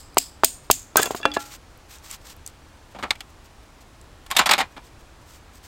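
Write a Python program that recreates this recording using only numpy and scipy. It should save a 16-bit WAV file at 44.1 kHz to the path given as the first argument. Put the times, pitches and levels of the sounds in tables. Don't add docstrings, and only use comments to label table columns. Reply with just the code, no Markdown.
import sys
import numpy as np
from scipy import signal
from scipy.io import wavfile
from scipy.ndimage import uniform_filter1d

SR = 44100
rng = np.random.default_rng(int(sys.argv[2]) if len(sys.argv) > 2 else 0)


def gain_from_db(level_db):
    decades = np.asarray(level_db, float) / 20
    return 10 ** decades


def unload_wav(signal):
    wavfile.write(
        sys.argv[1],
        SR,
        np.round(np.clip(np.atleast_2d(signal).T, -1, 1) * 32767).astype(np.int16),
    )


N = 250039
LEAD = SR // 5

# hz, level_db
FIBRE_SPECTRUM = [(880, -52), (1500, -20), (2590, -10.5), (5120, -5.5), (5880, -10.5), (6830, -6.5),
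                  (8660, -6), (10300, -14), (12600, -11), (16000, -10)]


def evened(x):
    return x / np.sqrt(np.mean(x ** 2) + 1e-20)


def peaked(x):
    return x / (abs(x).max() + 1e-20)


def read(points, hz):
    f, value = np.transpose(points)
    return np.interp(np.log(hz + 1), np.log(f + 1), value)


def blank():
    return np.zeros(N + LEAD)


def seconds(count):
    return np.arange(count) / SR


def add(mix, s, sound):
    part = mix[LEAD + round(s * SR):][:len(sound)]
    part += sound[:len(part)]


def colour(x, points, tilt_db=0., pivot_hz=3000, lifts=()):
    hz = abs(np.fft.fftfreq(4096, 1 / SR))
    db = read(points, hz) + tilt_db * np.log2((hz + 50) / pivot_hz)
    db = db + sum(lift / (1 + (2 * (hz - f) / w) ** 2) for f, w, lift in lifts)
    log_gain = np.log(gain_from_db(np.maximum(db, -100)))
    impulse = np.fft.ifft(np.exp(np.conj(signal.hilbert(log_gain)))).real[:2048]
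    return signal.oaconvolve(x, impulse)[:len(x)]


def resonances(x, bands):
    return sum(gain_from_db(db) * signal.lfilter(*signal.iirpeak(hz, hz / w, SR), x) for hz, w, db in bands)


def modes(table, t):
    return sum(gain_from_db(db - 60 * t / t60) * np.sin(2 * np.pi * hz * t) for hz, db, t60 in table)


def grit(shape, spread_db):
    return rng.standard_normal(shape) * gain_from_db(spread_db * np.minimum(rng.exponential(1, shape), 4))


def clumps(shape, depth_db, width):
    return gain_from_db(depth_db * evened(uniform_filter1d(rng.standard_normal(shape), width)))


def burst(t, rise, hold, t60):
    fall = gain_from_db(-60 * np.maximum(t - rise - hold, 0) / max(t60, 1e-3))
    return np.minimum(t / max(rise, 1e-5), 1) * fall


def level(rows):
    s, db = np.transpose(rows)
    return gain_from_db(np.interp((np.arange(N + LEAD) - LEAD) / SR, s, db, left=-120, right=-120))


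def strays(per_s):
    rows = rng.random((60, 3))
    s = np.cumsum(-np.log(1 - rows[:, 0]) / per_s)
    return [(a, 2 * b - 1, 2 * c - 1) for a, (_, b, c) in zip(s, rows) if a < N / SR]


def air():
    # hz, level_db
    hush = [(12, -32), (20, -5), (74, -3), (177, -16.5), (319, -14.5), (388, -18), (976, -18.5),
            (2080, -25.5), (7520, -33.5), (13900, -45), (16000, -44)]
    level_db = -48.5
    drone_hz, drone_width_hz, drone_lift_db = 53, 17, 3
    frames, hz = N // 1024 + 5, np.fft.rfftfreq(4096, 1 / SR)
    real, imaginary, patches = rng.standard_normal((frames, 2049, 3)).T
    patches = evened(uniform_filter1d(uniform_filter1d(patches, 40, 0), 8, 1))
    hush_db = read(hush, hz) + drone_lift_db / (1 + (2 * (hz - drone_hz) / drone_width_hz) ** 2)
    z = (real + 1j * imaginary) * gain_from_db(hush_db[:, None] + 0.43 * patches)
    return gain_from_db(level_db) * evened(signal.istft(z, nperseg=4096, noverlap=3072)[1][:N])


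def cracks():
    # start_s, level_db, hold_s, tilt_db_per_octave
    snaps = [(-.085, -1, 0.0033, 1.5), (0.1816, -0.5, 0.0051, -0.5), (0.445, 2.5, 0.0045, 0.5),
             (0.7117, 2.5, 0.0044, 1), (.969, 3.5, 0.0039, 5), (1.016, -15.5, 0.016, 0),
             (1.0297, -5.5, 0.0032, -2), (1.0563, -17, 0.0052, 0), (1.109, -25.5, 0.0023, -2),
             (1.151, -28, 0.0021, 5.5), (1.162, -28, 0.011, -3.5), (1.338, -22, 0.014, -7)]
    # low_hz, high_hz
    blade_hz = [(5100, 7700), (7000, 8500), (6600, 7400)]
    deeper_s = [.4, .65]
    blade_db, blade_t60_s, blade_filter_width_hz = -43, .5, 950
    flash_db, flash_t60_s, flash_band = -10, 0.00852, (14900, 2100, 0)
    trees_db, trees_tilt_db, trees_t60_s = -28.5, 0, .26
    top_hz, top_t60_s = 9200, .14
    mix, t = blank(), seconds(SR // 2)
    shape = len(snaps), len(t)
    sprays, tails = grit(shape, 1.2), grit(shape, 2.)
    tails = tails * clumps(shape, 1.5, 150)
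    for (s, db, hold, tilt_db), spray, tail in zip(snaps, sprays, tails):
        ring_hz = blade_hz[np.searchsorted(deeper_s, s)]
        bands = [(hz, blade_filter_width_hz, 0) for hz in ring_hz]
        lifts = [(hz, .5 * blade_filter_width_hz, 6.5) for hz in ring_hz]
        t60 = 0.0036 * gain_from_db(-1.1 * db)
        snap = peaked(colour(spray * burst(t, .0001, hold, t60), FIBRE_SPECTRUM, tilt_db, 6000, lifts))
        flash = peaked(resonances(spray * burst(t, .0001, 0.00036, flash_t60_s), [flash_band]))
        hiss = evened(colour(tail, FIBRE_SPECTRUM, trees_tilt_db, 6000, lifts))
        top = signal.lfilter(*signal.butter(3, top_hz, "high", fs=SR), hiss)
        scatter = (hiss - top) * burst(t, 0.0024, 0.001, trees_t60_s)
        scatter = scatter + top * burst(t, 0.0021, .0007, top_t60_s)
        blade = evened(resonances(resonances(tail, bands), bands))
        blade = blade * burst(t, 0.0017, 0.0016, blade_t60_s)
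        sound = snap + gain_from_db(flash_db + tilt_db) * flash
        sound = sound + gain_from_db(trees_db) * scatter + gain_from_db(blade_db) * blade
        add(mix, s, gain_from_db(db) * sound)
    return mix


def bird():
    # start_s, length_s, level_db, top_hz of the lower partial
    chirps = [(.121, .03, -60, 2480), (.643, .027, -64, 2480)]
    arch_share, octave_db = .22, 1.5
    mix = blank()
    for s, length, db, hz in chirps:
        arch = np.sin(np.pi * np.arange(0, length, 1 / SR) / length)
        phase = 2 * np.pi * np.cumsum(hz * (1 - arch_share * (1 - arch))) / SR
        whistle = np.sin(phase) + gain_from_db(octave_db) * np.sin(2 * phase)
        add(mix, s, gain_from_db(db) * evened(np.sqrt(arch) * whistle))
    return mix


def ticks():
    # start_s, peak_db, ring_hz
    placed = [(.1445, -37, 8960), (1.775, -42.5, 12030), (2.365, -40, 13500), (1.985, -36, 6200),
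              (2.112, -21, 7700), (2.463, -21.5, 7640), (2.475, -24, 7500), (4.013, -39.5, 7900)]
    stray_per_s, stray_db, stray_hz = 0.5, -58, 10200
    mix, t = blank(), seconds(600)
    clicks = placed + [(s, stray_db + 5 * a, stray_hz * (1 + 0.31 * b)) for s, a, b in strays(stray_per_s)]
    for (s, db, hz), puff in zip(clicks, rng.standard_normal((80, len(t)))):
        ring = resonances(puff * burst(t, .0002, .0008, .012), [(hz, .3 * hz, 0)])
        add(mix, s, gain_from_db(db) * peaked(ring))
    return mix


def knocks():
    # start_s, level_db, pitch_hz
    blows = [(0.1702, 0, 950), (0.435, 2.5, 1022), (0.7004, 1.5, 996), (0.9574, -1.5, 920),
             (1.059, -21, 540), (1.072, -23.5, 445), (1.1066, -13.5, 676), (1.1471, -14.5, 1060),
             (1.2, -32.5, 450), (1.2537, 3.5, 1150), (1.368, -8, 840)]
    # hz, level_db, t60_s
    log_modes = [(410, 9, 0.025), (716, 1, 0.064), (1070, 2, 0.031), (257, -13.5, 0.22)]
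    puff_db, echo_s, echo_db = -12, .0034, -22
    ring_s, ring_db, ring_db_per_db = 0.0013, -9, 0.5
    mix, t = blank(), seconds(3000)
    detunings = rng.uniform(.9, 1.1, (len(blows), len(log_modes)))
    for (s, db, hz), dust, detuning in zip(blows, grit((len(blows), len(t)), 2.), detunings):
        turns = hz * t
        swing = peaked(np.exp(-((turns - 1.07) / .6) ** 2) * np.sin(2 * np.pi * turns))
        puff = peaked(colour(dust * burst(t, 0.00028, 0.0046, 0.011), FIBRE_SPECTRUM, -12.0, 6000))
        detuned = [(f * k, lift, t60) for (f, lift, t60), k in zip(log_modes, detuning)]
        add(mix, s, gain_from_db(db) * (swing + gain_from_db(puff_db) * puff))
        add(mix, s + echo_s, gain_from_db(db + echo_db) * swing)
        add(mix, s + ring_s, gain_from_db(ring_db + ring_db_per_db * db) * peaked(modes(detuned, t)))
    return signal.lfilter(*signal.butter(1, 220, "high", fs=SR), mix)


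def rustle():
    # start_s, end_s, level_db
    placed = [(1.379, 1.455, -40.5), (1.426, 1.523, -46), (1.491, 1.58, -41.5), (1.874, 1.993, -46),
              (2.012, 2.123, -47), (2.077, 2.179, -40), (2.226, 2.356, -45.5), (2.455, 2.51, -51),
              (3.43, 3.48, -56), (3.8, 3.835, -55.5), (4.82, 4.9, -57), (5.24, 5.41, -52), (5.52, 5.6, -54),
              (5.62, 5.69, -50)]
    # hz, level_db
    brush = [(240, -12.5), (400, -22), (616, -50), (814, 0), (2180, 1), (8240, 3), (10200, -8), (11900, -2),
             (16000, -6)]
    fidgets_per_s, fidget_s, fidget_db = 3.5, 0.029, -60
    fidgets = [(s, s + fidget_s * (1 + .5 * a), fidget_db + 4 * b) for s, a, b in strays(fidgets_per_s)]
    mix, shape = blank(), (80, SR // 4)
    fine = grit(shape, 4.) * clumps(shape, 1.8, 300)
    for (start, end, db), slips in zip(placed + fidgets, fine):
        tilt_db = -0.5 - 0.04 * (db + 51)
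        stroke = evened(colour(slips, brush, tilt_db, 6000))[:round((end - start) * SR)]
        add(mix, start, gain_from_db(db) * stroke * signal.windows.tukey(len(stroke), .75))
    return mix


def tear():
    # time_s, level_db
    curve = [(.968, -29), (.974, -20), (.994, -21), (1.001, -16), (1.009, -30.5), (1.075, -33), (1.09, -51),
             (1.115, -36), (1.2, -53), (1.26, -37), (1.49, -57)]
    # hz, filter_width_hz, level_db, stifled_s
    groans = [(1286, 103, -4.5, 1.003), (1532, 108, -3.5, 1.001), (2452, 230, -8.5, 0.93),
              (3455, 130, -10, 1.045), (530, 1900, -2, 3.1)]
    slips = grit(N + LEAD, 2.4) * clumps(N + LEAD, 2.2, 150)
    t = (np.arange(N + LEAD) - LEAD) / SR
    body = blank()
    for hz, width_hz, db, end in groans:
        band = [(hz, width_hz, 0)]
        groan = evened(resonances(resonances(slips, band), band))
        body += gain_from_db(db) * groan * np.clip((end - t) / 0.0063, 0, 1)
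    return level(curve) * body


def taps():
    # start_s, peak_db, centre_hz, spread_octaves
    contacts = [(1.0267, -15.5, 1700, 0.42), (1.057, -19, 3700, 0.52), (1.214, -33, 4300, 0.27),
                (1.231, -18, 2020, 0.77), (1.2542, -7.5, 1810, 1.425), (1.317, -20.5, 4020, 0.28),
                (1.3653, -15, 1316, 0.58)]
    # hz, level_db, t60_s
    pole = [(296, 18.5, 0.5), (535, 20, 0.089), (835, 2, 0.32), (1364, -2.5, 0.3), (1700, 11.5, 0.068),
            (2410, -1, 0.14), (2730, 11.5, 0.1), (3407, 14, 0.058), (4700, 11, 0.02)]
    mix, t = blank(), seconds(SR // 2)
    for s, db, centre_hz, spread in contacts:
        table = [(hz, lift - 5.3 * (np.log2(hz / centre_hz) / spread) ** 2, t60) for hz, lift, t60 in pole]
        add(mix, s, gain_from_db(db) * peaked(modes(table, t)))
    return mix


def clatter():
    # start_s, level_db, hold_s, tilt_db_per_octave, struck_spot_hz
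    hits = [(2.9466, -22, 0.021, -6, 600), (2.987, -24, 0.01, -4, 503), (3.0264, -12, 0.012, -4, 1300),
            (3.106, -11.5, 0.00093, 2, 1330), (3.153, -33, 0.0067, 0, 2320), (3.206, -22, 0.00087, 4, 3330),
            (4.263, -33.5, 0.0041, 2, 1070), (4.303, -22.5, 0.0054, 1, 1070),
            (4.3125, -9.5, 0.0021, 2, 1010), (4.348, -20.5, 0.012, -0.5, 910),
            (4.365, -1.5, 0.0055, 2, 3600), (4.385, -9, .002, 3, 3660), (4.39, 0, 0.0042, 0, 1290),
            (4.4583, -7, 0.011, 0.5, 1190), (4.4916, -5.5, 0.0053, -1, 4760), (4.51, -1, 0.0069, 0.5, 2390),
            (4.5342, -2, 0.0036, 0, 4000), (4.5795, -12, 0.0086, -1, 1910), (4.588, -8, 0.013, -0.5, 800),
            (4.603, -8, 0.011, -1.5, 1960), (4.764, -23.5, 0.016, -4, 950)]
    # hz, level_db
    gear = [(71, 6), (120, -21), (204, -9), (463, -9.5), (757, 3), (1650, -0.5), (4140, -2.5),
            (6110, -11.5), (7350, -5), (13600, -30.5), (16000, -31)]
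    # hz, width_hz, lift_db
    gear_modes = [(181, 44, 6.5), (680, 200, 1), (1037, 7.8, 5.5), (2310, 40, 8), (3500, 530, 1.5),
                  (7500, 410, -7.5), (12900, 1700, 16)]
    spot_q, spot_lift_db = 6., 6.5
    mix, t = blank(), seconds(SR // 5)
    shape = len(hits), len(t)
    contacts = grit(shape, 2.2) * clumps(shape, 1.8, 60)
    detunings = rng.uniform(.93, 1.07, (len(hits), len(gear_modes)))
    for (s, db, hold, tilt_db, spot_hz), slips, detuning in zip(hits, contacts, detunings):
        rise = .08 * hold
        t60 = .105 * gain_from_db(0.2 * db - 0.8 * tilt_db)
        dull = signal.lfilter([.3], [1, -.7], slips)
        drive = dull * burst(t, rise, hold, t60) + (slips - dull) * burst(t, rise, hold, 0.17 * t60)
        lifts = [(hz * k, w, lift) for (hz, w, lift), k in zip(gear_modes, detuning)]
        lifts.append((spot_hz, spot_hz / spot_q, spot_lift_db))
        add(mix, s, gain_from_db(db) * peaked(colour(drive, gear, tilt_db, 2000, lifts)))
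    return signal.lfilter(*signal.butter(3, 175, "high", fs=SR), mix)


def clasp():
    # start_s, peak_db
    chatter = [(3.1062, -24), (3.1078, 0), (3.1111, -4), (3.1155, -16)]
    # hz, level_db, t60_s
    clasp_modes = [(1150, -16, 0.039), (1780, -21, 0.034), (2240, 11.5, 0.0088), (2880, 0, 0.055),
                   (3700, 19.5, 0.0033), (8270, -4, 0.017), (12900, -15, 0.002)]
    mix, t = blank(), seconds(1500)
    click = peaked(modes(clasp_modes, t) * np.minimum(t / .00012, 1))
    for s, db in chatter:
        add(mix, s, gain_from_db(db) * click)
    return mix


def thin():
    # start_s, hz, level_db, t60_s
    rings = [(4.3105, 1070, -19, .045), (4.334, 3700, -40, .12), (4.606, 2480, -57, 1.)]
    mix, t = blank(), seconds(SR // 2)
    for (s, hz, db, t60), noise in zip(rings, rng.standard_normal((len(rings), len(t)))):
        waver = np.cumsum(noise) * .05
        add(mix, s, np.sin(2 * np.pi * hz * t + waver) * gain_from_db(db) * burst(t, .003, 0, t60))
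    return mix


def scene():
    mix = cracks() + bird() + ticks() + knocks() + rustle()
    mix = mix + tear() + taps() + clatter() + clasp() + thin()
    return (mix[LEAD:] + air())[None]


def band_limit(x):
    return signal.sosfilt(signal.butter(12, 16430, fs=SR, output="sos"), x)


def record(dry):
    lowpass = signal.firwin(127, 16150, window=("kaiser", 7), fs=SR)[None]
    limited = signal.oaconvolve(np.clip(dry, -1, 1), lowpass, "same")
    return band_limit(limited)


dry = scene()
out = record(dry)
unload_wav(out)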